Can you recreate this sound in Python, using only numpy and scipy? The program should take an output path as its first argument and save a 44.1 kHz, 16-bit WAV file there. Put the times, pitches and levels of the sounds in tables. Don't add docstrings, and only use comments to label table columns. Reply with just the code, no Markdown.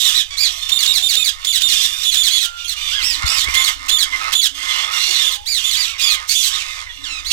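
import sys
import numpy as np
from scipy import signal
from scipy.fft import rfft, irfft
from scipy.io import wavfile
from scipy.ndimage import uniform_filter1d

SR = 44100
rng = np.random.default_rng(int(sys.argv[2]) if len(sys.argv) > 2 else 0)


def ratio_of_db(decibels):
    return 10 ** (np.asarray(decibels, float) / 20)


def dump(signal):
    limited = np.clip(np.atleast_2d(signal).T, -1, 1)
    pcm = np.round(limited * 32767).astype(np.int16)
    wavfile.write(sys.argv[1], SR, pcm)


N = 322812
SECONDS = np.arange(N) / SR

# whistle_start_s, whistle_length_s, whistle_pitch_hz, whistle_level_db, rise_level_db
CONTACTS = [(.716, 0.07, 3670, -11, -26.5), (0.873, 0.058, 3793, -10.5, -23),
            (1.023, 0.062, 3647, -11.5, -29.5), (1.163, 0.077, 3667, -11, -22),
            (1.468, 0.056, 3555, -10.5, -40), (1.622, 0.062, 3638, -11, -32.5),
            (2.047, 0.064, 3487, -12.5, -28.5), (2.166, 0.065, 3570, -10, -26),
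            (2.316, 0.085, 3413, -13, -32), (2.643, 0.032, 3280, -24, -60), (3.566, .07, 3520, -11, -21),
            (3.91, .073, 3575, -10, -20.5), (4.348, 0.065, 3524, -9.5, -22), (5.232, 0.072, 3450, -17, -46),
            (5.64, 0.064, 3540, -13, -49), (6.022, 0.075, 3430, -13.5, -28),
            (6.349, 0.077, 3510, -12.5, -45)]
RISE_PITCH = (0.35, 0.46, .67)
WHISTLE_PITCH = (.94, .89)
FALL_PITCH = (.66, .53, .4)

# start_s, end_s, top_pitch_hz, last_pitch_hz, level_db
ARCHES = [
    (.125, .235, 1960, 1392, -22.5),
    (.365, .5, 2430, 1395, -21.5),
    (2.29, 2.41, 2200, 1670, -26),
    (3.015, 3.17, 2740, 1600, -24.5),
    (5.75, 5.87, 2434, 1460, -24),
    (7.245, 7.36, 2250, 1670, -29.5),
]
SCREAMS = [
    (3.255, 3.45, 2680, 1600, -25),
    (4.95, 5.3, 2230, 1400, -26.5),
    (6.5, 6.88, 1270, 980, -40),
    (6.3, 6.49, 3100, 1300, -31),
    (4.6, 4.8, 1750, 1400, -34.5),
    (6.495, 6.65, 1850, 760, -29.5),
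]
SWOOPS = [
    (5.455, 5.62, 2410, 1282, -24),
    (5.995, 6.165, 2496, 1617, -24.5),
]
LOW_ARCHES = [
    (2.905, 3.07, 1680, 700, -20.5),
    (6.02, 6.245, 1260, 690, -25),
    (5.84, 5.99, 1400, 630, -29),
]

# start_s, end_s, first_pitch_hz, last_pitch_hz, level_db
STRAY_RISES = [
    (6.288, 6.352, 2150, 2450, -23),
    (1.446, 1.468, 1400, 5400, -26),
    (1.608, 1.63, 1100, 2380, -23),
]
STRAY_FALLS = [
    (2.675, 2.745, 2200, 1450, -28.5),
    (.04, .12, 2047, 1340, -23),
    (1.815, 1.87, 2080, 1700, -23.5),
    (3.36, 3.46, 1920, 1640, -28),
    (3.86, 3.872, 930, 1600, -40),
]
STRAY_WHISTLES = [
    (0.0, .085, 3860, 3640, -12),
]
CHIRPS = [
    (.305, .362, 1135, 1134, -24),
    (2.76, 2.93, 1180, 1186, -27.5),
    (4.78, 4.85, 1143, 1120, -34),
    (5.86, 5.98, 1224, 1100, -30),
    (7.034, 7.22, 2058, 1193, -23.5),
]
FAR_CHIRPS = [(.13, .22, 1218, 1040, -36), (1.16, 1.25, 1297, 1224, -26.5), (2.96, 3.17, 1090, 910, -28),
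              (3.43, 3.52, 900, 1265, -21.5), (3.52, 3.65, 1023, 1073, -18.5),
              (4.12, 4.17, 1037, 1033, -19), (4.66, 4.75, 1042, 1045, -26), (4.585, 4.67, 950, 1138, -28),
              (5.77, 5.84, 1026, 965, -26), (5.93, 5.99, 1170, 970, -32.5), (6.86, 6.92, 1081, 898, -30.5)]
LOW_NOTES = [
    (.46, .62, 760, 593, -46),
    (.96, 1.06, 744, 774, -40),
    (2.41, 2.7, 1390, 1398, -31.5),
    (5.07, 5.13, 373, 364, -42.5),
    (5.07, 5.13, 744, 720, -33),
    (5.16, 5.38, 515, 520, -45.5),
    (5.17, 5.39, 1030, 1036, -32),
    (5.35, 5.46, 780, 950, -41.5),
    (6.89, 6.935, 3510, 3030, -30.5),
]
GRUMBLES = [
    (4.19, 4.32, 1270, 1310, -23),
    (4.76, 5.0, 1100, 1500, -28),
    (3.2, 3.38, 1400, 1300, -26.5),
    (6.58, 6.72, 1600, 1250, -55),
    (3.97, 4.06, 1900, 1500, -31),
    (0.62, 1.1, 1100, 1100, -38.5),
    (1.72, 2.1, 2400, 850, -38),
    (3.66, 3.74, 2500, 1280, -30),
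]

# slope_db (per overtone), second_overtone_db
WHISTLE_DB = (-2.5, -4.6)
FALL_TONE_DB = (-0.07, 6)
RISE_DB = (-0.3, 5.5)
ARCH_DB = (-1, 8)
SCREAM_DB = (-2, 5)
SWOOP_DB = (-0.5, 7.5)
CHIRP_DB = (-3, 3.5)
FAR_CHIRP_DB = (-9.5, 11)
# turn_share (of length), bend_in_power, bend_out_power, jitter_share, rasp_share, edge_share,
# slope_db (per overtone), second_overtone_db
WHISTLE = (.45, 3.0, 4.0, .0035, .28, .12, *WHISTLE_DB)
FALL = (.5, 1.0, 1.0, .017, .5, .15, *FALL_TONE_DB)
RISE = (.5, 1.0, 1.0, .035, .7, .2, *RISE_DB)
ARCH = (.36, 2.0, 1.7, .02, .5, .22, *ARCH_DB)
SCREAM = (.34, 2.0, 1.7, .036, .65, .2, *SCREAM_DB)
SWOOP = (.26, 2.0, 1.4, .015, .45, .3, *SWOOP_DB)
LOW_ARCH = (.38, 2.0, 1.5, .01, .35, .25, -6.0, 4)
CHIRP = (.36, 2.4, 1.0, .012, .4, .12, *CHIRP_DB)
FAR_CHIRP = (.36, 1.0, 1.0, .01, .4, .3, *FAR_CHIRP_DB)
LOW = (.4, 2.0, 2.0, .004, .2, .4, -17.0, -12)
GRUMBLE = (.4, 1.0, 1.0, .03, .6, .3, -12.0, -3)
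# frequency_hz, gain_db
THROAT = [(300, -44), (1200, -19.5), (2300, -9.5), (3500, -0.5), (5000, -3.5), (7200, -2), (10500, -11.5),
          (14500, -11), (18000, -30)]

CHORUS_HZ = [582, 1192, 1460, 1743, 2003]
# centre_hz, width_hz, gain_db
FLOCK_BANDS = [(2680, 590, 10), (3520, 1200, 7), (4240, 90, -6), (4900, 100, 8), (5605, 190, 8),
               (6270, 1100, 3), (7720, 660, 0.5), (9140, 1240, 4), (12770, 2800, 9.5)]
# start_s, end_s, level_db, brightness_db
OUTBURSTS = [(0.0, 0.206, -17, 7.5), (0.42, 0.632, -24, 5.5), (0.619, 0.92, -19, -1), (.96, 1.33, -30, 12),
             (1.393, 1.615, -24, -5), (1.678, 1.917, -14.5, 7.5), (1.921, 2.457, -21.5, 6.5),
             (2.574, 2.74, -26.5, -7), (2.766, 2.95, -16, -2), (2.99, 3.2, -18.5, 1.5),
             (3.255, 3.43, -14.5, 3), (3.485, 3.725, -20.5, 5), (4.11, 4.31, -24, 1),
             (4.548, 4.683, -26, 2.5), (4.678, 4.868, -15.5, -3.5), (4.914, 5.33, -14.5, 1.5),
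             (5.568, 5.69, -16.5, 0), (5.68, 5.9, -20.5, 5), (5.985, 6.11, -15.5, -4),
             (6.282, 6.497, -21.5, 18.5), (6.53, 6.766, -29, 3), (6.9, 7.07, -36.5, -4),
             (7.307, 7.4, -6, -0.5)]
# start_s, end_s, level_db
SQUAWKS = [(0.0, .17, -36), (0.312, 0.942, -40.5), (1.277, 1.486, -41.5), (1.596, 2.06, -41),
           (2.15, 2.37, -41.5), (2.713, 3.027, -40), (3.155, 3.384, -26.5), (3.434, 3.72, -25),
           (3.79, 4.1, -33.5), (4.1, 4.354, -27.5), (4.584, 5.0, -26.5), (4.995, 5.344, -34.5),
           (5.6, 5.85, -37), (5.967, 6.278, -35), (6.456, 6.84, -33), (6.98, 7.4, -41.5)]
# centre_hz, width_hz, level_db
SQUAWK_BEAK = [(704, 120, -25), (1060, 310, -16), (1305, 660, 3.5), (1882, 290, 3.5), (2112, 144, 5),
               (4060, 4700, 6), (5180, 360, -6.5)]
# start_s, end_s, level_db
COOS = [
    (.68, 1.0, -58),
    (1.64, 1.95, -51),
    (2.98, 4.0, -53),
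    (4.0, 4.66, -55),
    (6.95, 7.32, -57),
]
# frequency_hz, density_db (per Hz)
AIR = [(100, -27), (200, -11.5), (500, -3), (850, -3), (3370, -73), (7710, -46), (10800, -37), (15800, -40)]
# time_s, level_db
WIND = [(0, -47.5), (2.6, -49), (2.702, -40.5), (2.85, -42.5), (2.95, -38.5), (3.1, -45.5), (3.45, -46),
        (3.52, -42), (3.65, -48.5), (4.3, -46), (4.45, -50.5), (7.0, -48.5), (7.32, -41.5)]
# start_s, pitch_hz, t60_s, peak_db
BUMPS = [
    (3.24, 66, 0.11, -7),
    (3.469, 64, 0.38, -21),
    (3.485, 280, 0.0046, -7),
]


def colour(points, hz):
    p = np.array(points, float)
    return ratio_of_db(np.interp(np.log(hz), np.log(p[:, 0]), p[:, 1]))


def level(x, db):
    return x * ratio_of_db(db) / np.sqrt(np.mean(x ** 2) + 1e-18)


def shaped(x, gain):
    hz = np.maximum(np.fft.rfftfreq(len(x), 1 / SR), 1)
    return irfft(rfft(x) * gain(hz), len(x))


def walk(size, rate):
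    k = int(SR / rate)
    smooth = uniform_filter1d(rng.standard_normal(size), k)
    return level(uniform_filter1d(smooth, k), 0)


def syrinx(hz, jitter, rasp, slope_db, second_db):
    n = len(hz)
    turns = 2 * np.pi * np.cumsum(hz * (1 + jitter * walk(n, rate=600))) / SR
    flutter = walk(n, rate=1500)
    out = np.zeros(n)
    for k in range(1, int(16000 / hz.min()) + 1):
        own_flutter = np.roll(flutter, 997 * k)
        gain = ratio_of_db(slope_db * k + second_db * (k == 2)) * colour(THROAT, k * hz)
        out += gain * (1 + rasp * own_flutter) * np.sin(k * turns + k * k)
    return level(out * np.exp(rasp * walk(n, rate=240) / 2), 0)


def calls(table, voice):
    turn, bend_in, bend_out, jitter, rasp, edge, slope_db, second_db = voice
    out = np.zeros(N + SR)
    for t0, t1, first, top, last, db in table:
        u = np.linspace(0, 1, int((t1 - t0) * SR))
        coming = (first - top) * abs(1 - u / turn) ** bend_in
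        going = (last - top) * abs((u - turn) / (1 - turn)) ** bend_out
        hz = top + np.where(u < turn, coming, going)
        breath = np.clip(np.minimum(2 * u, 1 - u) / edge, 0, 1)
        i = int(max(t0, 0) * SR)
        out[i:i + len(u)] += ratio_of_db(db) * breath * syrinx(hz, jitter, rasp, slope_db, second_db)
    return out[:N]


def contact_parts():
    rise_s, fall_s = .028, .067
    rises, whistles, falls = [], [], []
    for start, length, hz, db, rise_db in CONTACTS:
        end = start + length
        if start > rise_s:
            rises.append((start - rise_s, start, *np.multiply(RISE_PITCH, hz), rise_db))
        whistles.append((start, end, WHISTLE_PITCH[0] * hz, hz, WHISTLE_PITCH[1] * hz, db))
        fall_db = -8.5 + 1.26 * db
        falls.append((end, end + fall_s, *np.multiply(FALL_PITCH, hz), fall_db))
    return rises, whistles, falls


def arched(table, onset):
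    return [(t0, t1, onset * top, top, last, db) for t0, t1, top, last, db in table]


def glided(table, mid):
    return [(t0, t1, first, first + mid * (last - first), last, db) for t0, t1, first, last, db in table]


def near_birds():
    rises, whistles, falls = contact_parts()
    loud = ((falls + glided(STRAY_FALLS, .3), FALL),
            (rises + glided(STRAY_RISES, .3), RISE),
            (arched(ARCHES, .64), ARCH),
            (arched(SCREAMS, .7), SCREAM),
            (arched(SWOOPS, .6), SWOOP))
    clear = ((whistles + glided(STRAY_WHISTLES, .8), WHISTLE),
             (arched(LOW_ARCHES, .72), LOW_ARCH),
             (glided(CHIRPS, .8), CHIRP),
             (glided(FAR_CHIRPS, .45), FAR_CHIRP),
             (glided(LOW_NOTES, .2614), LOW),
             (glided(GRUMBLES, .2614), GRUMBLE))
    return ratio_of_db(10.0) * sum(calls(*kind) for kind in loud) + sum(calls(*kind) for kind in clear)


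def swell(t0, t1, db, attack, release):
    edges = np.minimum((SECONDS - t0) / attack + .5, (t1 - SECONDS) / release + .5)
    return ratio_of_db(db) * np.clip(edges, 0, 1)


def chorus(db, bright_db):
    birds = 0
    for hz in CHORUS_HZ:
        turn = ratio_of_db(3.5 * walk(N, rate=10))
        pitch = hz * (1 + .05 * walk(N, rate=6))
        birds = birds + turn * syrinx(pitch, .018, .5, -1.3 * hz / 1500, 0)

    def windpipes(hz):
        return 0.2 + sum(ratio_of_db(gain_db) / (1 + (2 * (hz - centre) / width) ** 2)
                         for centre, width, gain_db in FLOCK_BANDS)

    birds = shaped(birds, windpipes)
    top = shaped(birds, lambda hz: 1 / (1 + (5500 / hz) ** 4))
    return ratio_of_db(db) * (level(birds, 0) + (ratio_of_db(bright_db) - 1) * top / birds.std())


def far_flock():
    bouts = [swell(*row[:3], attack=.016, release=.08) for row in OUTBURSTS]
    flock = ratio_of_db(-34.5) + sum(bouts)
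    bright_db = sum(bout * row[3] for bout, row in zip(bouts, OUTBURSTS)) / flock
    return flock * chorus(-6.0, bright_db)


def squawk(db):
    phase = np.cumsum(89.2 * (1 + .12 * walk(N, rate=60))) / SR % 1
    puffs = (np.diff(phase, prepend=0) < 0) * ratio_of_db(3.0 * walk(N, rate=150))
    puffs = puffs + .09 * np.exp(-phase / .3) * rng.standard_normal(N)
    rings = 0
    for hz, width, ring_db in SQUAWK_BEAK:
        b, a = signal.iirpeak(hz, hz / width, SR)
        ring = signal.lfilter(b, a, signal.lfilter(b, a, puffs))
        rings = rings + ratio_of_db(ring_db) * level(ring, 0)
    return ratio_of_db(db) * level(rings, 0)


def big_parrot():
    effort = ratio_of_db(-54.5) + sum(swell(*row, attack=.12, release=.041) for row in SQUAWKS)
    return effort * squawk(0.17)


def dove():
    gate = 0
    for t0, t1, db in COOS:
        gate = gate + ratio_of_db(db) * np.clip(np.minimum(SECONDS - t0, t1 - SECONDS) / 0.0083, 0, 1)
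    throb = 1 + .7 * np.sin(2 * np.pi * 19 * SECONDS + 3 * walk(N, rate=5))
    husk = ratio_of_db(2.5 + 1.5 * walk(N, rate=8) + 3.0 * walk(N, rate=50))
    turns = np.cumsum(288 * (1 + .07 * walk(N, rate=40))) / SR
    return gate * throb * husk * np.sin(2 * np.pi * turns)


def aviary(x, t60, wet_db):
    t = SECONDS[:SR // 2]
    decay = np.exp(-np.log(1000) * t / t60)
    tail = rng.standard_normal(len(t)) * decay * np.clip(t / .003 - 1, 0, 1)
    tail = shaped(tail, lambda hz: 1 / (1 + (hz / 7000) ** 2))
    tail = tail / np.sqrt(np.sum(tail ** 2))
    return x + ratio_of_db(wet_db) * signal.fftconvolve(x, tail)[:N]


def bumps():
    out = np.zeros(N)
    for t0, hz, t60, peak_db in BUMPS:
        t = np.maximum(SECONDS - t0, 0)
        decay = np.exp(-np.log(1000) * t / t60)
        out -= ratio_of_db(peak_db) * np.sin(2 * np.pi * hz * t) * decay * np.minimum(t * hz * 3.3, 1)
    return out


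def wind(db):
    def spectrum(hz):
        return (50 / hz) ** 0.53 / (1 + (10 / hz) ** 2) / np.sqrt(1 + (hz / 78) ** 9)

    s, gust_db = np.transpose(WIND)
    deep = shaped(rng.standard_normal(N), spectrum)
    return level(deep, db) * ratio_of_db(np.interp(SECONDS, s, gust_db) + 1.2 * walk(N, rate=2.5))


def air():
    return level(shaped(rng.standard_normal(N), lambda hz: colour(AIR, hz)), -57)


def scene():
    near = aviary(near_birds(), t60=.18, wet_db=-8.5)
    far = aviary(far_flock() + big_parrot() + dove(), t60=.12, wet_db=-3.0)
    return np.array([wind(7.5) + bumps(), near + far + air() + wind(-10.5)])


def roll_off(x):
    return signal.sosfilt(signal.butter(12, 15990, fs=SR, output="sos"), x)


def record(dry):
    right = dry[1] / (1 + abs(dry[1] / .96) ** 6) ** (1 / 6)
    leak = signal.lfilter(*signal.butter(1, 1000, fs=SR), right)
    hiss = level(rng.standard_normal(N), -96)
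    left = dry[0] - ratio_of_db(-6.5) * leak + hiss
    band_limit = signal.ellip(10, .2, 70, 15970, fs=SR, output="sos")
    both = signal.sosfilt(band_limit, np.array([left, right]))
    return roll_off(both)


dry = scene()
out = record(dry)
dump(out)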